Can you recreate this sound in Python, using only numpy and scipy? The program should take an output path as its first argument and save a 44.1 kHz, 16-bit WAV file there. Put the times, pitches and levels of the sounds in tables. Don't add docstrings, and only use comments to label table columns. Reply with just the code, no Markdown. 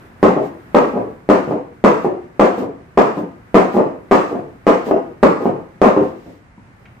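import sys
import numpy as np
from scipy import signal
from scipy.fft import rfft, irfft
from scipy.io import wavfile
from scipy.ndimage import uniform_filter1d

SR = 44100
rng = np.random.default_rng(int(sys.argv[2]) if len(sys.argv) > 2 else 0)


def inscribe(sig):
    pcm = np.round(np.clip(np.atleast_2d(sig).T, -1, 1) * 32767)
    wavfile.write(sys.argv[1], SR, pcm.astype(np.int16))


N = 308700

# [t/s, first rope level/dB, second rope delay t/s, second rope level/dB, hardness -1 to 1,
#  weight dB per octave below 300 Hz, level/dB of the brushing hiss that follows]
WAVES = [(0.2282, 0.5, .0101, -6.5, -0.26, 2.8, -51), (0.7451, -1, .012, -3.5, -0.073, -0.7, -57),
         (1.2892, -1, .0102, -5, -0.084, 2, -52.5), (1.8395, 0.5, .0054, -4.5, 0.042, 0.5, -50),
         (2.3948, -1.5, .0141, -2.5, 0.062, -1.1, -47), (2.9738, -1.5, .0127, -4, -0.023, 0.5, -48.5),
         (3.5432, -1, .006, -0.5, -0.022, 1, -43), (4.1115, -2, .0098, -3, .3, .3, -50),
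         (4.6667, -2.5, .0106, -4, .1, -3.5, -45), (5.2285, -0.7, .0049, -2.5, -0.15, 2, -41.5),
         (5.8155, 0, .0273, -2, -0.27, -1.6, -54)]
# [f/Hz, relative level/dB]
SLAM_COLOUR = [(18, -60.5), (30, -30.5), (113, -25.5), (205, -6.5), (312, -4), (524, -2), (859, -4),
               (1170, -4.5), (1440, -15), (2430, -25), (3590, -37.5), (8040, -46.5), (9150, -58.5),
               (15000, -58.5)]
SLAM_ROLL_S, SLAM_LEAD_DB, SLAM_BRIGHT_DB = (.021, -.002), (9.5, -3), (0.25, 2)


def slam_landings():
    rows = []
    for s, first_db, delay, second_db, hardness, weight_db, _ in WAVES:
        rows.append((s, first_db, hardness, weight_db))
        rows.append((s + delay, second_db, hardness, weight_db))
    return landings(rows, SLAM_ROLL_S, SLAM_LEAD_DB, SLAM_BRIGHT_DB)


def slams(rows):
    return blows(rows, SLAM_COLOUR, lead_s=0.00164, crack_db=-14.5, rise=0.085, places=4)


THUMP_DB, THUMP_HZ, THUMP_S = -24.5, 55, 0.0087


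def thumps(rows):
    out, t = np.zeros(N + SR), np.arange(4096) / SR
    swing = np.sin(2 * np.pi * THUMP_HZ * t) * np.exp(-t / THUMP_S)
    for s, blow_db, *_ in rows:
        i = int(s * SR)
        out[i:i + len(t)] -= undb(blow_db + THUMP_DB) * swing
    return out[:N]


# [t/s, level/dB, hardness -1 to 1, weight dB per octave below 300 Hz]
FLOPS = [(.364, -8, -0.38, -2.5), (.936, -14, -0.61, 0), (.966, -11, 0.0076, 0.5),
         (1.476, -15, -0.088, 5.5), (1.509, -10.5, 0.34, -4), (2.045, -7.5, 0.1, -1.3),
         (2.579, -13, -0.72, 0.5), (2.62, -17, -0.39, -4), (3.171, -13.5, -0.33, 2),
         (3.741, -10.5, -0.45, 0.5), (3.766, -6, .7, -2.5), (3.785, -6.5, .4, -10), (3.799, -17.5, 0.57, 2),
         (4.311, -13.5, -0.95, -5), (4.352, -17, 0.56, 4), (4.867, -13, -0.66, -1), (4.910, -4, 0.51, -4),
         (5.405, -14.5, -0.89, -8), (5.455, -6.5, 0.54, 2.5), (5.478, -28, 0.43, 4.5),
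         (5.964, -4.5, -0.028, -2.7), (5.999, -19.5, -0.24, 4.5), (6.262, -28.5, -0.97, 6.5),
         (6.295, -50, -0.71, 2)]
# [f/Hz, relative level/dB]
FLOP_COLOUR = [(18, -73.5), (30, -43), (53, -31), (102, -13.5), (253, -1.5), (304, 1.5), (662, -2),
               (1200, -13), (1440, -24), (2920, -38), (3320, -49.5), (7830, -60), (15000, -95)]
FLOP_ROLL_S, FLOP_LEAD_DB, FLOP_BRIGHT_DB = (.015, -.006), (3.5, 6.5), (-0.24, 4)


def flops():
    rows = landings(FLOPS, FLOP_ROLL_S, FLOP_LEAD_DB, FLOP_BRIGHT_DB)
    return blows(rows, FLOP_COLOUR, lead_s=.0013, crack_db=-39.5, rise=0.38, places=4)


def landings(rows, *rules):
    full_rows = []
    for s, blow_db, hardness, weight_db in rows:
        hardness = np.clip(hardness, -1, 1)
        roll, lead_db, bright_db = [mean + change * hardness for mean, change in rules]
        full_rows.append((s, blow_db, roll, lead_db, bright_db, weight_db))
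    return full_rows


def blows(rows, colour, lead_s, crack_db, rise, places, count=50):
    out, hz = np.zeros((places, N + SR)), np.fft.rfftfreq(4096, 1 / SR)
    octaves = np.log2(np.clip(hz, 60, 8000) / 300)
    lead = np.sin(np.pi * np.linspace(0, 1, int(lead_s * SR) + 3) ** 1.82) ** 2
    lead = lead / lead.sum()
    lead[len(lead) * 2 // 3] -= undb(crack_db)
    for k, (s, blow_db, roll, lead_db, bright_db, weight_db) in enumerate(rows):
        when, size = rng.random((2, count))
        roll = np.clip(roll, .002, .1)
        lag = 3 * roll * when
        swell = (1 - np.exp(-lag / max(rise * roll, 1e-4))) * np.exp(-lag / roll)
        contacts = swell * (2 * size - 1) ** 3
        push = np.zeros(int(.32 * SR))
        np.add.at(push, (lag * SR).astype(int), contacts)
        push /= np.sqrt(np.sum(push ** 2))
        push[:len(lead)] -= undb(lead_db) * lead
        tilt_db = np.where(octaves > 0, bright_db, -weight_db) * octaves
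        body = causal(read(colour, hz) + tilt_db)
        sound = signal.fftconvolve(push, body)
        sound *= np.sqrt(SR / 1000 / np.sum(sound ** 2))
        i = int(s * SR)
        out[k % places, i:i + len(sound)] += undb(blow_db) * sound
    return out[:, :N]


# [f/Hz, relative level/dB]
SWISH_COLOUR = [(600, -21), (1500, 1), (3000, -7.5), (8000, -17.5), (9500, -24), (15000, -18)]
SWISH_AFTER_S, SWISH_S = .22, 0.098
DRAG_AT_S, DRAG_DB, DRAG_S = 6.2, -55.5, 0.47


def swish():
    t = np.arange(N) / SR
    rows = [(wave[0] + SWISH_AFTER_S, wave[-1], SWISH_S) for wave in WAVES]
    rows.append((DRAG_AT_S, DRAG_DB, DRAG_S))
    swell = np.zeros(N)
    for s, db, length in rows:
        phase = np.clip((t - s) / length / 1.54, -.5, .5)
        swell += undb(db) * np.cos(np.pi * phase) ** 2
    return swell * undb(3.8 * walk(25)) * hiss(SWISH_COLOUR)


# [t/s, level/dB, pitch f/Hz, resonance width f/Hz, scrape time t/s]
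KNOCKS = [(6.576, -37.5, 228, 91, 0.00205), (6.578, -47.5, 972.2, 250, 0.0027),
          (6.854, -43.5, 2070, 1450, 0.0037)]


def knocks():
    out, t = np.zeros(N), np.arange(2048) / SR
    for s, db, hz, width, scrape in KNOCKS:
        rub = rng.standard_normal(2048) * t * np.exp(-t / scrape)
        ring = t * np.sin(2 * np.pi * hz * t) * np.exp(-np.pi * width * t)
        sound = np.convolve(rub, ring)
        i = int(s * SR)
        out[i:i + len(sound)] += undb(db) * sound / np.max(np.abs(sound))
    return out


# [f/Hz, fade t/s]
ROOM_T60 = [(60, 0.12), (130, 0.55), (260, 0.48), (700, .42), (1800, 0.55), (5000, 0.56), (12000, 0.56)]
FLUTTER_S, FLUTTER_DB = .0049, -9.5
DIRECT_DB = 5.


def room(x, wet_db=-21.5, build_s=0.0037, early=0.15, early_s=0.091, clump_db=1.5):
    t = np.arange(SR) / SR
    hz, noise = stereo_noise(SR)
    echo, clumps = np.zeros((2, SR)), undb(clump_db * walk(120.1)[:SR])
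    for centre in 40 * 2 ** np.arange(0, 9, .5):
        distance = np.log2(np.maximum(hz, 1) / centre)
        band = np.cos(np.pi * np.clip(distance, -.5, .5)) ** 2
        fade = 1000. ** (-t / max(read(ROOM_T60, centre), .05))
        tail = irfft(noise * band) * fade * clumps
        wanted = np.mean(band ** 2) * np.sum(fade ** 2)
        echo += tail * np.sqrt(wanted / np.sum(tail ** 2, axis=1, keepdims=True))
    echo *= undb(wet_db) * (1 - np.exp(-t / build_s))
    echo *= 1 + early * np.exp(-t / early_s)
    echo[:, 0] += undb(DIRECT_DB) - 1
    turn = np.arange(8)
    echo[:, (turn * FLUTTER_S * SR).astype(int)] += undb(turn * FLUTTER_DB)
    return signal.fftconvolve(x[None], echo)[:, :N]


# [t/s, level/dB]
WHOOSH = [(0, -46.5), (.3, -40.5), (.7, -46.5), (2, -52), (3.399, -52.5), (4.1, -49), (5.698, -50),
          (6.3, -82.5), (6.8, -53.5), (7, -54)]
# [f/Hz, relative level/dB]
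WHOOSH_COLOUR = [(80, -16.5), (200, 1), (600, -9), (1600, -9), (3000, -25.5), (6000, -36)]


def whoosh():
    level_db = np.interp(np.arange(N) / SR, *np.transpose(WHOOSH))
    return undb(level_db + 2.8 * walk(14)) * hiss(WHOOSH_COLOUR)


# [f/Hz, relative level/dB]
AIR_COLOUR = [(18, -37.5), (30, -11.5), (113, -1), (346, -16), (404, -19.5), (612, -19.5), (698, -17.5),
              (2080, -22), (3410, -38.5), (9150, -45.5), (13900, -61), (15000, -56)]
AIR_DB = -46.5


def ventilation():
    return undb(AIR_DB + 1.1 * walk(14.0)) * hiss(AIR_COLOUR)


def hiss(colour):
    hz, noise = stereo_noise(N)
    x = irfft(noise * undb(read(colour, hz)), N)
    return x / np.sqrt(np.mean(x ** 2))


# [f/Hz, correlation -1 to 1]
LIKENESS = [(30, 0.81), (60, 0.8), (125, 1), (250, 0.73), (500, 0.49), (1000, -0.22), (2000, -0.11),
            (8000, 0.023)]


def stereo_noise(size):
    hz = np.fft.rfftfreq(size, 1 / SR)
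    likeness = np.clip(read(LIKENESS, hz), -1, 1)
    mid, side = rfft(rng.standard_normal((2, size)))
    mid = mid * np.sqrt((1 + likeness) / 2)
    side = side * np.sqrt((1 - likeness) / 2)
    return hz, np.array([mid + side, mid - side])


def walk(rate):
    k = int(SR / rate)
    steps = np.repeat(rng.standard_normal(N // k + 1), k)
    return uniform_filter1d(uniform_filter1d(steps, k), k)[:N]


def causal(db):
    ceps = irfft(db * np.log(10) / 20)
    half = len(ceps) // 2
    ceps[1:half] *= 2
    ceps[half + 1:] = 0
    h = irfft(np.exp(rfft(ceps)))[:half]
    return h / np.sqrt(np.sum(h ** 2))


def read(table, hz):
    f, v = np.transpose(table)
    return np.interp(np.log(np.maximum(hz, 1)), np.log(f), v)


def undb(db):
    return 10 ** (np.asarray(db) / 20)


def scene():
    slam_rows = slam_landings()
    ropes = slams(slam_rows) + flops()
    ropes_in_room = sum(room(place) for place in ropes)
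    knocks_in_room = room(knocks(), wet_db=-28.5)
    return ropes_in_room + thumps(slam_rows) + swish() + knocks_in_room + whoosh() + ventilation()


# [f/Hz, left minus right level/dB]
BALANCE_DB = [(60, 0.5), (110, -2), (200, 1), (380, 0.5), (700, 2), (1290, 1), (2380, -2), (4400, -2.5),
              (8120, -1.5), (15000, -4)]
TOP_HZ = 14900


def record(dry):
    tilt = read(BALANCE_DB, np.fft.rfftfreq(N, 1 / SR)) / 2
    x = irfft(rfft(dry) * undb([tilt, -tilt]), N)
    x = x - 0.049 * np.minimum(x ** 2, 4)
    x = np.clip(x, -.995, .995)
    top_cut = signal.ellip(8, .02, 60, TOP_HZ, fs=SR, output="sos")
    return signal.sosfilt(top_cut, x)


dry = scene()
out = record(dry)
inscribe(out)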